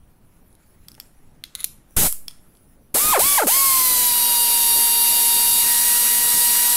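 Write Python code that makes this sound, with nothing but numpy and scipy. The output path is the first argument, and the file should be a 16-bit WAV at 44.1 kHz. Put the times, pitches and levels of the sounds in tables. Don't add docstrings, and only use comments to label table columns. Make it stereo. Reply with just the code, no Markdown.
import sys
import numpy as np
from scipy import signal
from scipy.fft import rfft, irfft, next_fast_len
from scipy.io import wavfile
from scipy.ndimage import uniform_filter1d, map_coordinates

SR = 44100
rng = np.random.default_rng(int(sys.argv[2]) if len(sys.argv) > 2 else 0)


def materialize(psi):
    bounded = np.clip(np.atleast_2d(psi).T, -1, 1)
    quanta = np.round(bounded * 32767).astype(np.int16)
    wavfile.write(sys.argv[1], SR, quanta)


def ratio(d):
    e = np.asarray(d, float) / 20
    return 10 ** e


N = 298116
TIME = np.arange(N) / SR
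VANES = 4

# start_s, valve_opening (0-1)
THROTTLE = [
    (2.941, 1),
    (3.122, 0),
    (3.189, 1.012),
    (3.374, 0),
    (3.466, 1),
]


def vane_rate():
    # time_s, rate_hz
    free_speed = [(2.94, 1250), (3.12, 1245), (3.19, 1190), (3.37, 1118), (3.46, 1115), (3.61, 1100.6),
                  (3.8, 1033), (3.9, 1005.5), (4.02, 983), (4.2, 961), (4.41, 947.6), (4.71, 939.6),
                  (5.5, 940.2), (5.66, 943.8), (5.96, 954), (6.13, 955.3), (6.41, 951.6), (6.71, 957.7)]
    rate = np.zeros(N)
    free = np.interp(TIME, *np.transpose(free_speed))
    for s, opening in THROTTLE:
        i = round(s * SR)
        lag_s = .027 if opening else .055
        target = opening * free[i:]
        rate[i:] = target + (rate[i] - opening * free[i:]) * np.exp(-(TIME[i:] - s) / lag_s)
    return rate


def labouring(rate):
    s, opening = np.transpose(THROTTLE)
    current = np.clip(np.searchsorted(s, TIME) - 1, 0, None)
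    shut = (opening[current] == 0) * 1.0
    slow = np.clip(1.3 - rate / 750, 0, 1)
    return np.maximum(uniform_filter1d(shut, size=400, origin=150), slow)


def motor(shaft, braking, rate):
    # time_s, level_db
    vane_level = [(2.94, -41.5), (3.0, -34.5), (3.11, -24), (3.25, -29), (3.365, -33), (3.51, -31),
                  (3.65, -25), (3.78, -27.5), (3.9, -32.5), (5.4, -35), (6.2, -40), (6.76, -34.5)]
    # early_db, middle_db, late_db
    octave_level = [-34.5, -43.5, -31]
    # multiple_of_vane_rate, early_db, middle_db, late_db
    vane_orders = [(3, -43, -36, -40), (4, -36, -33, -38), (5, -41, -32.5, -37), (6, -38.5, -40, -38),
                   (7, -46, -43, -40), (9, -30.5, -40, -34), (10, -34, -27, -32), (12, -28.5, -31, -36),
                   (13, -35, -28, -30), (14, -39, -34, -36), (15, -47, -33, -38), (16, -46, -42, -40)]
    # multiple_of_shaft_rate, early_db, middle_db, late_db
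    shaft_orders = [(1, -54, -52, -50), (2, -51, -50, -50), (3, -52, -58, -53), (10, -54, -53, -53),
                    (13, -55, -47, -58), (15, -48, -45, -47), (17, -41, -44, -43), (18, -38.5, -41, -41),
                    (19, -39.5, -40, -43), (23, -45, -45, -44), (35, -43, -43, -33), (43, -36, -29, -32),
                    (46, -39, -50, -36), (47, -34, -30, -29), (50, -36, -38, -43), (51, -43, -43, -34),
                    (53, -44, -33, -40), (54, -43, -35, -42), (59, -50, -40, -42), (65, -55, -42, -42)]
    casing_hz, muffler_hz = 1036, 2230

    def octaves_off(hz, centre_hz):
        return np.abs(np.log2((np.abs(hz) + 1) / centre_hz))

    free = 1 - braking
    tone = free * ratio(curves(vane_level)[0]) + braking * ratio(-16.5 - 5 * octaves_off(rate, casing_hz))
    thump = braking * ratio(-23 - 6.5 * octaves_off(2 * rate, casing_hz))
    thump *= ratio(3 * wobble(140))
    muffler_db = 25 * octaves_off(2 * rate, muffler_hz)
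    octave = thump + free * ratio(turned(*octave_level) - muffler_db)
    rattle = braking * wobble(160)

    sound = tone * ratio(0.71 * wobble(16)) * np.sin(VANES * shaft + .4 * rattle)
    sound += octave * ratio(1.1 * wobble(18)) * np.sin(2 * VANES * shaft + 0.6 + 1.3 * rattle)
    for k, db in enumerate([-8, -13, -17, -21]):
        phase = (k + 3) * VANES * shaft + 2.2 * wobble(220)
        sound += thump * ratio(db + 4 * wobble(120)) * np.sin(phase)
    third = np.interp(TIME, [2.98, 3.25, 3.5, 3.6], [.3, 1.1, 1, 0]) * free
    sound += third * ratio(-35.5 + 2.5 * wobble(20)) * np.sin(3 * VANES * shaft)
    sound *= 1 + (.07 + .13 * braking) * np.cos(shaft + 1.3)

    seated = np.interp(TIME, [2.95, 3.05, 3.48, 3.56], [0, 0.38, 0.65, 0.97]) * free
    unsteady = shaft + .012 * wobble(45)
    for order, *poses in shaft_orders + [(VANES * k, *poses) for k, *poses in vane_orders]:
        db = turned(*poses) + .5 * wobble(5) + 2 * wobble(45)
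        phase = order * unsteady + .3 * wobble(30) + rng.uniform(0, 2 * np.pi)
        sound += seated * ratio(db + .7 + .035 * order) * np.sin(phase)
    return np.sqrt(2) * sound


def turned(early, middle, late):
    turns = [
        3.9,
        4.45,
        5.56,
        5.68,
    ]
    return np.interp(TIME, turns, [early, middle, middle, late])


def exhaust(shaft):
    # open_s, shut_s
    blast = (1.963, 2.071)
    # hiss_db, wind_on_port_db, roar_left_after_shutting_db, fade_db_per_s
    openings = [
        (-16.5, -29.5, -11.5, 219.5),
        (-15, -35, 10, 114.5),
        (-14, -36.5, 4, 141),
        (-14.5, -41.5, -3, 200),
    ]
    # time_s, level_db
    swing = [(3.6, 0.5), (3.8, -1), (4.07, -1), (4.15, -3.5), (4.79, -2.5), (4.97, -4), (5.01, -3),
             (5.24, -2), (5.54, -2), (6.03, -1.5), (6.19, -2.5), (6.47, -1), (6.76, -1)]
    # frequency_hz, density_db (per Hz)
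    hiss_spectrum = [(2940, -30), (5000, -15), (7280, -8), (8010, -2), (11100, 3), (12400, 1.5),
                     (13200, -2.5), (15100, -3.5), (15800, -10)]
    # frequency_hz, density_db (per Hz)
    roar_spectrum = [(400, -39), (800, -20), (1300, -9.5), (2500, -6.5), (4500, -4), (6000, -5.5),
                     (8000, -0.5), (10500, -28.5), (17000, -120)]
    # frequency_hz, density_db (per Hz)
    wind_spectrum = [(10, -18.5), (25, -4), (60, -9.5), (130, -7), (400, -5), (900, -6.5), (1500, -11.5),
                     (2600, -120)]
    # early_db, middle_db, late_db
    wind_level = [-1, -2.5, -4]

    times = [s for s, opening in THROTTLE] + [N / SR]
    spans = [blast] + list(zip(times[::2], times[1::2]))
    swing_db = np.interp(TIME, *np.transpose(swing))
    layers = []
    for span, (hiss_db, wind_db, left_db, fade) in zip(spans, openings):
        layers.append([ratio(hiss_db) * flow(span, left_db=-2.5, fade=fade, puff_db=2),
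                       flow(span, left_db, fade, puff_db=2),
                       ratio(wind_db) * flow(span, left_db=-27, fade=fade, puff_db=4)])
    hiss, roar, wind = np.max(layers, axis=0)
    roar_db = turned(-23.5, -23.5, -22.5) + 0.66 * swing_db - 3.0
    wind_db = turned(*wind_level) + 0.33 * swing_db + 1.63 * wobble(30)
    hiss = hiss * ratio(swing_db - 3.0) * rush(hiss_spectrum, patchy_db=0.97)
    roar = roar * ratio(roar_db) * rush(roar_spectrum, patchy_db=1.72)
    wind = wind * ratio(wind_db) * rush(wind_spectrum, patchy_db=3.5)
    chop = 1 + 0.19 * np.cos(VANES * shaft) + 0.028 * np.cos(shaft)
    return chop * (hiss + roar) + wind


def flow(span, left_db, fade, puff_db):
    open_s, close_s, puff_s = 0.0042, .007, 0.041
    since = np.clip(TIME - span[0], 0, None)
    after = np.clip(TIME - span[1], 0, None)
    left = min(ratio(left_db), 1)
    closing = (1 - left) * np.exp(-after / close_s) + left * ratio(-fade * after)
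    puff = ratio(puff_db * np.exp(-since / puff_s))
    return np.clip(since / open_s, 0, 1) ** 2 * puff * closing


def push():
    # start_s, full_s, end_s, first_level, last_level (of full scale)
    presses = [
        (1.968, 1.972, 2.063, -.15, -.13),
        (3.051, 3.056, 3.064, -.05, -.03),
    ]
    # frequency_hz, density_db (per Hz)
    buffet_spectrum = [(10, -9.5), (30, -1), (150, -5), (500, -15), (1500, -38), (3000, -120)]
    lean = np.zeros(N)
    for start, full, end, first, last in presses:
        lean += np.interp(TIME, [start, full, end, end + 0.0072], [0, first, last, 0])
    lean = lean * (1 + 0.36 * rush(buffet_spectrum, patchy_db=3.0))
    leaked = filtered(lean, lambda hz: 1j * hz / (1j * hz + 1.6))
    return leaked + .0055 * (TIME > THROTTLE[0][0])


def metal():
    # centre_hz, width_hz, level_db
    lever_modes = [(2050, 110, -6), (3770, 560, -1.5), (4470, 330, -10), (7000, 420, -7), (9300, 220, -8.5),
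                   (10400, 630, 0.5), (12100, 600, -22), (14800, 280, -25.5)]
    # centre_hz, width_hz, level_db
    catch_modes = [(1250, 280, -16.5), (3360, 310, -3.5), (4470, 150, -6.5), (5320, 350, -1),
                   (9600, 230, -14.5), (9700, 310, -2), (12000, 270, -17), (12900, 220, -4)]
    # centre_hz, width_hz, level_db
    housing_modes = [(474, 230, -2), (850, 96, 2), (1600, 350, -9)]
    # time_s, peak_db, body_share_db, t60_s
    lever_hits = [(0.5272, -49, -15, 0.012), (0.5506, -40, -17, 0.018), (1.4377, -23, 3.5, 0.016),
                  (1.4524, -35, -9, 0.012), (1.5507, -10.5, -10, 0.011), (1.5564, -18.5, -8.5, 0.012),
                  (1.6037, -20, -5.5, 0.012), (1.6087, -16.5, -16, 0.01), (1.6296, -29.5, -5, 0.012),
                  (1.6419, 0, -13.5, 0.01), (1.6455, -8.5, -7.5, 0.014), (1.9076, -41, -24, 0.0098)]
    # time_s, peak_db, body_share_db, t60_s
    catch_hits = [(0.8828, -20, -13.5, 0.022), (0.9158, -25, -14, 0.012), (0.9424, -34, -9, 0.012),
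                  (0.949, -33, -4, 0.012), (0.9988, -17, -7.5, 0.016), (1.008, -39, 3, 0.015),
                  (2.1247, 1, -25.5, 0.01), (2.1347, -19, -24, 0.012), (2.2804, -12, -9, 0.017),
                  (2.3083, -25.5, -9, 0.013), (2.5505, -44, -7, 0.012), (2.5694, -41, -10, 0.012)]
    # time_s, peak_db, t60_s
    knock = [(.977, -40.5, 0.08)]
    # time_s, level_db
    slide = [(1.556, -70), (1.565, -58), (1.59, -41.5), (1.6, -37), (1.612, -47), (1.64, -44), (1.645, -99)]
    sound = clicks(lever_hits, lever_modes) + clicks(catch_hits, catch_modes)
    sound += ratio(10) * filtered(chatter(knock), resonances(housing_modes))
    scrape = unit(filtered(rng.standard_normal(N), resonances(lever_modes)))
    return sound + ratio(curves(slide)[0] + 2.4 * wobble(200)) * scrape


def clicks(hits, modes):
    body = chatter([(s, db + body_db, t60) for s, db, body_db, t60 in hits])
    bright = chatter([(s, db, t60) for s, db, body_db, t60 in hits])
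    low = [m for m in modes if m[0] < 6500]
    high = [m for m in modes if m[0] >= 6500]
    ring = ratio(13.5) * filtered(body, resonances(low)) + ratio(4) * filtered(bright, resonances(high))
    broad_high = resonances([(10500, 8000, 1.5)])
    crack = ratio(-2.5) * filtered(body, resonances([(3960, 6300, 0)]))
    crack += ratio(-10.5) * filtered(bright, lambda hz: broad_high(hz) ** 2)
    return ring + crack + ratio(-19.5) * walls(ring) + ratio(-11.0) * walls(crack)


def chatter(hits):
    out, t = np.zeros(N), np.arange(SR // 10) / SR
    for s, db, t60 in hits:
        decay_s = np.clip(.5 * t60, .003, .08)
        burst = ratio(db + 1.5 - 60 * t / decay_s) * rng.standard_normal(len(t))
        out[round((s + .001) * SR):][:len(t)] += burst
    return out


def resonances(modes):
    def response(f):
        total = 0
        for k, (c, w, db) in enumerate(modes):
            total = total + (-1) ** k * ratio(db) * 1j * f * w / (c * c - f * f + 1j * f * w)
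        return total
    return response


def hands():
    # time_s, level_db
    seep = [(0, -66), (.3, -67), (.44, -65.5), (1.0, -61.5), (1.48, -68.5), (1.76, -77), (1.96, -55),
            (2.25, -60), (2.94, -65.5)]
    # frequency_hz, density_db (per Hz)
    leak_spectrum = [(2940, -49), (5000, -32), (5400, -20), (6940, -22.5), (8290, -22.5), (9080, -12.5),
                     (11000, -8.5), (13100, -16.5), (15800, -12.5)]
    # time_s, peak_db, fall_db_per_s (each side)
    rubs = [(.85, -69, 7), (1.61, -54.5, 170), (1.8, -87, 30), (2.32, -68.5, 28.5)]
    # frequency_hz, density_db (per Hz)
    rub_spectrum = [(590, -39), (1000, -9), (1220, -3), (1390, -3.5), (2970, -10), (3890, -12.5),
                    (6060, -13.5), (8000, -11), (10400, -34), (17600, -120)]
    # start_s, length_s, first_hz, last_hz, arch_hz
    whistles = [(.24, .16, 10500, 10600, 600), (.31, .08, 13950, 14300, -520),
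                (.395, .085, 14700, 15200, -350), (.63, .095, 13400, 13900, -550),
                (.705, .07, 10000, 10400, 600), (2.41, .11, 11300, 11950, -200),
                (2.51, .19, 11950, 9700, 100), (2.46, .12, 10500, 10500, 300),
                (2.68, .08, 15700, 12100, 200)]
    leak_db, = curves(seep)
    rubbing = sum(ratio(db - fall * np.abs(TIME - s)) for s, db, fall in rubs)
    sound = ratio(leak_db + 0.8 * wobble(40)) * rush(leak_spectrum, patchy_db=4.0)
    sound += rubbing * ratio(1.7 * wobble(60)) * rush(rub_spectrum, patchy_db=3.0)
    for s, length, first, last, arch in whistles:
        fade = np.interp(TIME - s, [-.01, .01, length - .02, length], [0, 1, 1, 0])
        u = np.clip((TIME - s) / length, 0, 1)
        pitch = first + (last - first) * u + 4 * arch * u * (1 - u) + 25 * wobble(120)
        level = ratio(leak_db - 4.5 + 1.5 * wobble(30))
        sound += fade * level * np.sin(2 * np.pi * np.cumsum(pitch) / SR)
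    return sound


def walls(x):
    # frequency_hz, t60_s
    wall_decay = [(1000, .25), (4000, .3), (11000, .36), (13500, .22), (15500, .13)]
    hz, t, z = signal.stft(rng.standard_normal(SR // 2), SR, nperseg=256)
    decay = ratio(-60 * t / along(wall_decay, hz)[:, None])
    tail = signal.istft(z * decay, SR, nperseg=256)[1]
    delayed = np.pad(x, (SR // 300, 0))
    return signal.fftconvolve(delayed, tail / np.linalg.norm(tail))[:N]


def room_tone():
    # frequency_hz, density_db (per Hz)
    room_spectrum = [(4.7, -27.5), (8.0, 3), (114, -12.5), (183, -12), (420, -23), (482, -25), (524, -24.5),
                     (840, -28), (912, -28), (1050, -31.5), (6000, -49.5), (7800, -81.5), (13200, -120)]
    return ratio(-52.5) * rush(room_spectrum, patchy_db=1.5)


def rush(spectrum, patchy_db):
    z = signal.stft(rng.standard_normal(N), nperseg=512)[2]
    field = uniform_filter1d(rng.standard_normal(z.shape), size=6, axis=0)
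    field = uniform_filter1d(field, size=10, axis=1)
    x = signal.istft(z * ratio(patchy_db * unit(field)), nperseg=512)[1][:N]
    return unit(filtered(x, lambda hz: ratio(along(spectrum, hz))))


def wobble(rate):
    coarse = TIME[::N // 10000]
    knots = rng.standard_normal(int(N * rate / SR) + 4)
    return np.interp(TIME, coarse, map_coordinates(knots, [coarse * rate]))


def filtered(x, response):
    m = next_fast_len(N + SR // 2)
    return irfft(rfft(x, m) * response(np.fft.rfftfreq(m, 1 / SR)), m)[:N]


def curves(*spans):
    s, *cols = np.transpose(np.vstack(spans))
    return [np.interp(TIME, s, c, left=-120) for c in cols]


def along(points, hz):
    f, v = np.transpose(points)
    return np.interp(np.log(hz + 1), np.log(f + 1), v)


def unit(x):
    return x / np.sqrt(np.mean(x ** 2) + 1e-20)


def scene():
    rate = vane_rate()
    shaft = 2 * np.pi * np.cumsum(rate) / SR / VANES
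    sound = motor(shaft, labouring(rate), rate) + exhaust(shaft) + push()
    sound += metal() + hands() + room_tone()
    return np.array([sound, np.zeros(N)])


def low_pass(x):
    return signal.sosfilt(signal.butter(12, 16250, fs=SR, output="sos"), x)


def record(dry):
    x = 2 * dry[0]
    clipped = x / (1 + np.abs(x / .97) ** 5.5) ** (1 / 5.5)
    left = filtered(clipped, lambda hz: np.clip((15900 - hz) / 250, 0, 1))
    return low_pass(np.array([left, dry[1]]))


dry = scene()
out = record(dry)
materialize(out)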